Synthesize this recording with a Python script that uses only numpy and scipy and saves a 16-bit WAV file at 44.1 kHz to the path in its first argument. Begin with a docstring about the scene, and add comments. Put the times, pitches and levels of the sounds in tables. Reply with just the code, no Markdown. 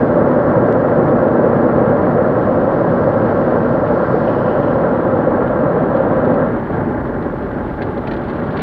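"""Jets of water and foam drum on the roof and windshield, heard from inside a car in an automatic wash.
Thousands of drops ring the panels until the jets move off after six and a half seconds, leaving the
duller rush of the tunnel and a low rumble. Fine spray crackles and hisses on the glass throughout.
Midway a heavier stream booms on the roof and dribbles on the trim; near the end, loose water splats
against the windshield."""
import sys
import numpy as np
from scipy import signal
from scipy.fft import rfft, irfft
from scipy.io import wavfile
from scipy.ndimage import uniform_filter1d

SR = 44100
rng = np.random.default_rng(int(sys.argv[2]) if len(sys.argv) > 2 else 0)


def dump_mix(stems):
    """Bounce the given channels to the path in sys.argv[1] as a 16-bit WAV at rate SR."""
    frames = np.atleast_2d(stems).T  # one column per channel
    limited = np.clip(frames, -1, 1)  # hard clip at full scale
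    pcm = np.round(limited * 32767).astype(np.int16)
    wavfile.write(sys.argv[1], SR, pcm)


N = 380141
TIME = np.arange(N) / SR
HZ = np.maximum(np.arange(N // 2 + 1) * SR / N, 1)

# The push of the jets, easing as the car rolls on. Each row: time in seconds, relative force in dB.
JET_PUSH = [(0, -.5), (1.7, 0), (2.5, -2), (3.4, -2), (4.1, -3), (5.9, -3), (6.4, -1.5)]
# Big blobs landing on the glass. Each row: start in seconds, relative level in dB.
BIG_BLOBS = [(5.9625, -41), (6.2462, -40), (6.335, -42), (7.22, -44), (7.8175, -28), (7.9738, -38),
             (8.0716, -29), (8.111, -28.5), (8.133, -33), (8.1639, -36), (8.282, -37), (8.297, -35.5),
             (8.5687, -29.5), (8.59, -30), (8.606, -30)]
# Spray on the glass. Each row: time in seconds, relative droplet level in dB, relative mist level in dB.
SPRAY_LEVELS = [(0, -56, -67.5), (1.8, -56.5, -69), (3.3, -54.5, -65.5), (3.8, -55.3, -66.5),
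                (4.1, -54, -62.8), (4.55, -53, -64.5), (5.05, -55, -70.5), (6.3, -54.5, -73),
                (7.1, -59, -71.5), (7.7, -55.5, -71.5), (8.4, -54, -73), (8.6, -48.5, -70)]
# The rush swells as the jets pass behind. Each row: time in seconds, relative level in dB.
RUSH_SWELL = [(6.4, 0), (6.54, 2), (6.8, 3), (7.35, 0), (8.0, 0), (8.6, 1.5)]
# The machinery's rumble. Each row: time in seconds, level in dB around which it sways.
RUMBLE_LEVELS = [(0, -40.5), (2.4, -40.5), (6.6, -37), (7.1, -31.5), (7.8, -33), (8.6, -37)]

# How the car rings under the water. Each row: pitch in Hz, width in Hz, relative level in dB.
ROOF_RING = [(115.6, 31, -4.5), (160, 58, -2), (243.8, 52, 0), (328, 76, -2.7)]
WINDSHIELD_RING = [(473.7, 71.6, -2.5), (523, 52, 0), (588, 56.3, -1.45)]
PATTER_RING = [(742, 170, 0.5), (864, 50, -6), (987, 78, -2.5), (1114, 110, -3), (1311, 70, -4),
               (1391, 60, -5.5), (1563, 72, -7.5), (1704, 130, -14.5), (1856, 220, -20)]
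SPLAT_RING = [(1000, 920, 8.5), (1650, 610, 9.5), (2130, 220, 8), (3030, 400, -1.5), (3500, 240, 1.5),
              (4070, 260, 1.5), (4460, 300, -4), (6400, 1500, -25)]
TRIM_RING = [(2560, 160, -4), (2940, 190, -1), (3120, 150, -4.5)]
LOW_RUSH_RING = [(95, 67, -5), (141, 60, -3.5), (239.6, 42, 0), (317.6, 70, -3.5), (401.6, 80, -4.5)]
UPPER_RUSH_RING = [(558.5, 94, 1.5), (749, 93, -4.5), (852, 65, -3.5), (1014, 170, -8.5), (1174, 130, -11),
                   (1380, 130, -10), (1603, 150, -11.5), (1845, 280, -19), (2190, 120, -29.5)]
# The roof's booming note. One row: pitch in Hz, width in Hz, relative level in dB.
ROOF_BOOM = (101, 13, 0)

# Tone colours of spray and machinery. Each row: frequency in Hz, relative level in dB.
DROPLET_TONE = [(1200, -21.5), (2000, 3), (2450, 0), (3000, 0), (3700, -6), (4250, -9.5), (4700, -19.5),
                (5500, -33.5), (9000, -59.5)]
MIST_TONE = [(2500, -18.5), (4300, 7), (4900, 1.5), (5400, 2), (5650, -8.5), (6300, -7), (7500, -20),
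             (12000, -34.5)]
RUMBLE_TONE = [(15, -25.5), (28, -16.5), (43, 3.5), (60, 0), (80, -3.5), (130, -16.5), (400, -73.5)]

JETS_LEAVE_S, JETS_GONE_S = 6.43, 6.53
BOOM_START_S, BOOM_END_S, BOOM_FADE_S = 2.9, 3.4, 0.13
DRIBBLE_START_S, DRIBBLE_END_S, FIRST_DRIP_DB = 4.272, 4.7, -43.5
TICK_S = 0.7266


def jets():
    """Thousands of drops a second drum on roof and windshield, until the jets slide off the car."""
    force, = gains(JET_PUSH)
    drops = impacts(per_s=16000, spread_db=1.0, clump_db=0.57, clump_hz=44)
    # the deep roof follows the force most, the bright patter least
    roof = from_db(-16) * force ** 1.17 * steady(panel(drops, ROOF_RING), span_s=0.45)
    glass = from_db(-15) * force ** 0.75 * steady(panel(drops, WINDSHIELD_RING), span_s=0.4)
    patter = from_db(-22.5) * force ** 0.41 * steady(panel(drops, PATTER_RING), span_s=0.67)
    on_car = np.interp(TIME, [JETS_LEAVE_S, JETS_GONE_S], [1, 0])
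    return (roof + glass + patter) * on_car


def splats():
    """Loose water slaps the windshield, big blobs and a late shower of small ones, dulled by the glass."""
    shower = scattered(start_s=8.2, end_s=8.56, per_s=28, level_db=-41, vary_db=1.0)
    slaps = splashes(BIG_BLOBS + shower, SPLAT_RING, spread_s=0.0075, t60=0.045, vary_db=1.5)
    return from_db(-2.2) * muffled(slaps, cut_hz=4800)


def stream():
    """A heavier stream sets the roof booming, then dribbles on the trim, led by one clear drip."""
    corners_s = [BOOM_START_S - BOOM_FADE_S, BOOM_START_S, BOOM_END_S, BOOM_END_S + BOOM_FADE_S]
    swell = np.interp(TIME, corners_s, [0, 1, 1, 0])
    drops = impacts(per_s=2500, spread_db=1.5, clump_db=1.5, clump_hz=30)
    boom = from_db(-29.5) * swell * steady(panel(drops, [ROOF_BOOM]), span_s=0.2)
    drips = [(DRIBBLE_START_S, FIRST_DRIP_DB)]
    drips += scattered(DRIBBLE_START_S, DRIBBLE_END_S, per_s=45, level_db=-52.5, vary_db=3.5)
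    return boom + splashes(drips, TRIM_RING, spread_s=0.006, t60=0.11, vary_db=3.0)


def spray():
    """Small droplets crackle on the glass; mist hisses above them."""
    coarse, fine = gains(SPRAY_LEVELS)
    droplets = coloured(impacts(per_s=14000, spread_db=1.0, clump_db=1.3, clump_hz=25), DROPLET_TONE)
    mist = coloured(impacts(per_s=25000, spread_db=0.6, clump_db=0.5, clump_hz=20), MIST_TONE)
    return from_db(2.5) * coarse * droplets + from_db(3.0) * fine * mist


def tick():
    """One short, dry tick in the rush: a click with its edge softened."""
    click = np.zeros(N)
    click[round(TICK_S * SR)] = from_db(-3.5)
    return muffled(click, cut_hz=2000, order=2)


def tunnel_rush():
    """Water farther off rushes through the closed body; the lows swell more than the mids."""
    swell, = gains(RUSH_SWELL)
    drops = impacts(per_s=8000, spread_db=1.87, clump_db=1.0, clump_hz=16)
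    low = from_db(-22) * swell ** 1.25 * steady(panel(drops, LOW_RUSH_RING), span_s=0.45)
    upper = from_db(-26.5) * swell * steady(panel(drops, UPPER_RUSH_RING), span_s=0.28)
    return low + upper


def machinery():
    """The wash's machines lay a deep, gently swaying rumble under the water."""
    level, = gains(RUMBLE_LEVELS)
    rumble = steady(coloured(rng.standard_normal(N), RUMBLE_TONE), span_s=0.6)
    sway = from_db(0.5 * drift(rate_hz=3))
    return level * sway * rumble


def impacts(per_s, spread_db, clump_db, clump_hz):
    """Drops of random size land at random, harder and softer in clumps."""
    lands = rng.random(N) < per_s / SR
    sizes = from_db(spread_db * np.minimum(rng.exponential(1, N), 4)) * rng.standard_normal(N)
    return lands * sizes * from_db(clump_db * drift(clump_hz))


def panel(force, modes):
    """A force, roughened by noise, rings steep-sided resonances side by side."""
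    out = np.zeros(len(force))
    for hz, width, db in modes:
        r = np.exp(-np.pi * 1.5 * width / SR)   # two wider sections in a row narrow to about this width
        section = [(1 - r * r) / 2, 0, (r * r - 1) / 2, 1, -2 * r * np.cos(2 * np.pi * hz / SR), r * r]
        # where a drop lands decides how strongly it drives this mode
        drive = force * rng.standard_normal(len(force)) + 1e-18
        out += from_db(db) * signal.sosfilt([section, section], drive)
    return out


def splashes(blobs, modes, spread_s, t60, vary_db):
    """Each blob flattens for a moment and scatters into dying droplets; each spot rings differently."""
    out, age = np.zeros(N), TIME[:SR // 6]
    flow = from_db(-60 * np.maximum(age - spread_s, 0) / t60)
    for s, db in blobs:
        spot = [(hz, width, level + vary_db * rng.standard_normal()) for hz, width, level in modes]
        ringing = rms_one(panel(flow, spot)) * np.sqrt(np.mean(flow ** 2))
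        start = int(s * SR)
        out[start:start + len(age)] += (from_db(db) * ringing)[:max(N - start, 0)]
    return out


def scattered(start_s, end_s, per_s, level_db, vary_db):
    """An uneven run of drips. Each row: start in seconds, relative level in dB."""
    lateness, size = rng.random((64, 2)).T
    times = start_s + (np.arange(len(lateness)) + lateness) / per_s
    levels = level_db + vary_db * (2 * size - 1)
    return [(s, db) for s, db in zip(times, levels) if s < end_s]


def muffled(x, cut_hz, order=4):
    """Roll off the treble."""
    return signal.sosfilt(signal.butter(order, cut_hz, fs=SR, output="sos"), x)


def coloured(x, tone):
    """Give a sound a tone colour, at unit power."""
    hz, db = np.transpose(tone)
    curve = from_db(np.interp(np.log(HZ), np.log(hz), db))
    return rms_one(irfft(rfft(x) * curve, N))


def steady(x, span_s):
    """Ride the level to unit power over every short stretch: an even flow."""
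    return x / np.sqrt(uniform_filter1d(x ** 2, int(span_s * SR)) + 1e-20)


def drift(rate_hz):
    """A smooth random wander at unit power, mostly slower than rate_hz."""
    return rms_one(irfft(rfft(rng.standard_normal(N)) / (1 + (HZ / rate_hz) ** 2), N))


def gains(rows):
    """One fader curve for each dB column of a table."""
    times, *columns = np.transpose(rows)
    return [from_db(np.interp(TIME, times, db)) for db in columns]


def rms_one(x):
    """Scale to unit power."""
    return x / np.sqrt(np.mean(x ** 2) + 1e-20)


def from_db(db):
    """Decibels to gain."""
    return 10 ** (np.asarray(db) / 20)


def scene():
    """The mono mix in the cabin: the closed body keeps out the treble of jets, rush and machines."""
    through_body = muffled(jets() + tunnel_rush() + machinery(), cut_hz=2340)
    return (through_body + spray() + stream() + splats() + tick())[None]


def record(dry):
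    """Round off the highest peaks, add faint hiss and a thin whine, and cut the very top."""
    rounded = dry / (1 + (dry / 1.1) ** 8) ** (1 / 8)
    hiss = from_db(-68.5) * rng.standard_normal(N)
    whine = from_db(-84) * rms_one(panel(np.ones(N), [(9200, 130, 0)]))   # narrow noise at 9200 Hz
    top_cut = signal.ellip(10, 0.1, 80, 15500, fs=SR, output="sos")
    return signal.sosfilt(top_cut, rounded + hiss + whine)


dry = scene()
out = record(dry)
dump_mix(out)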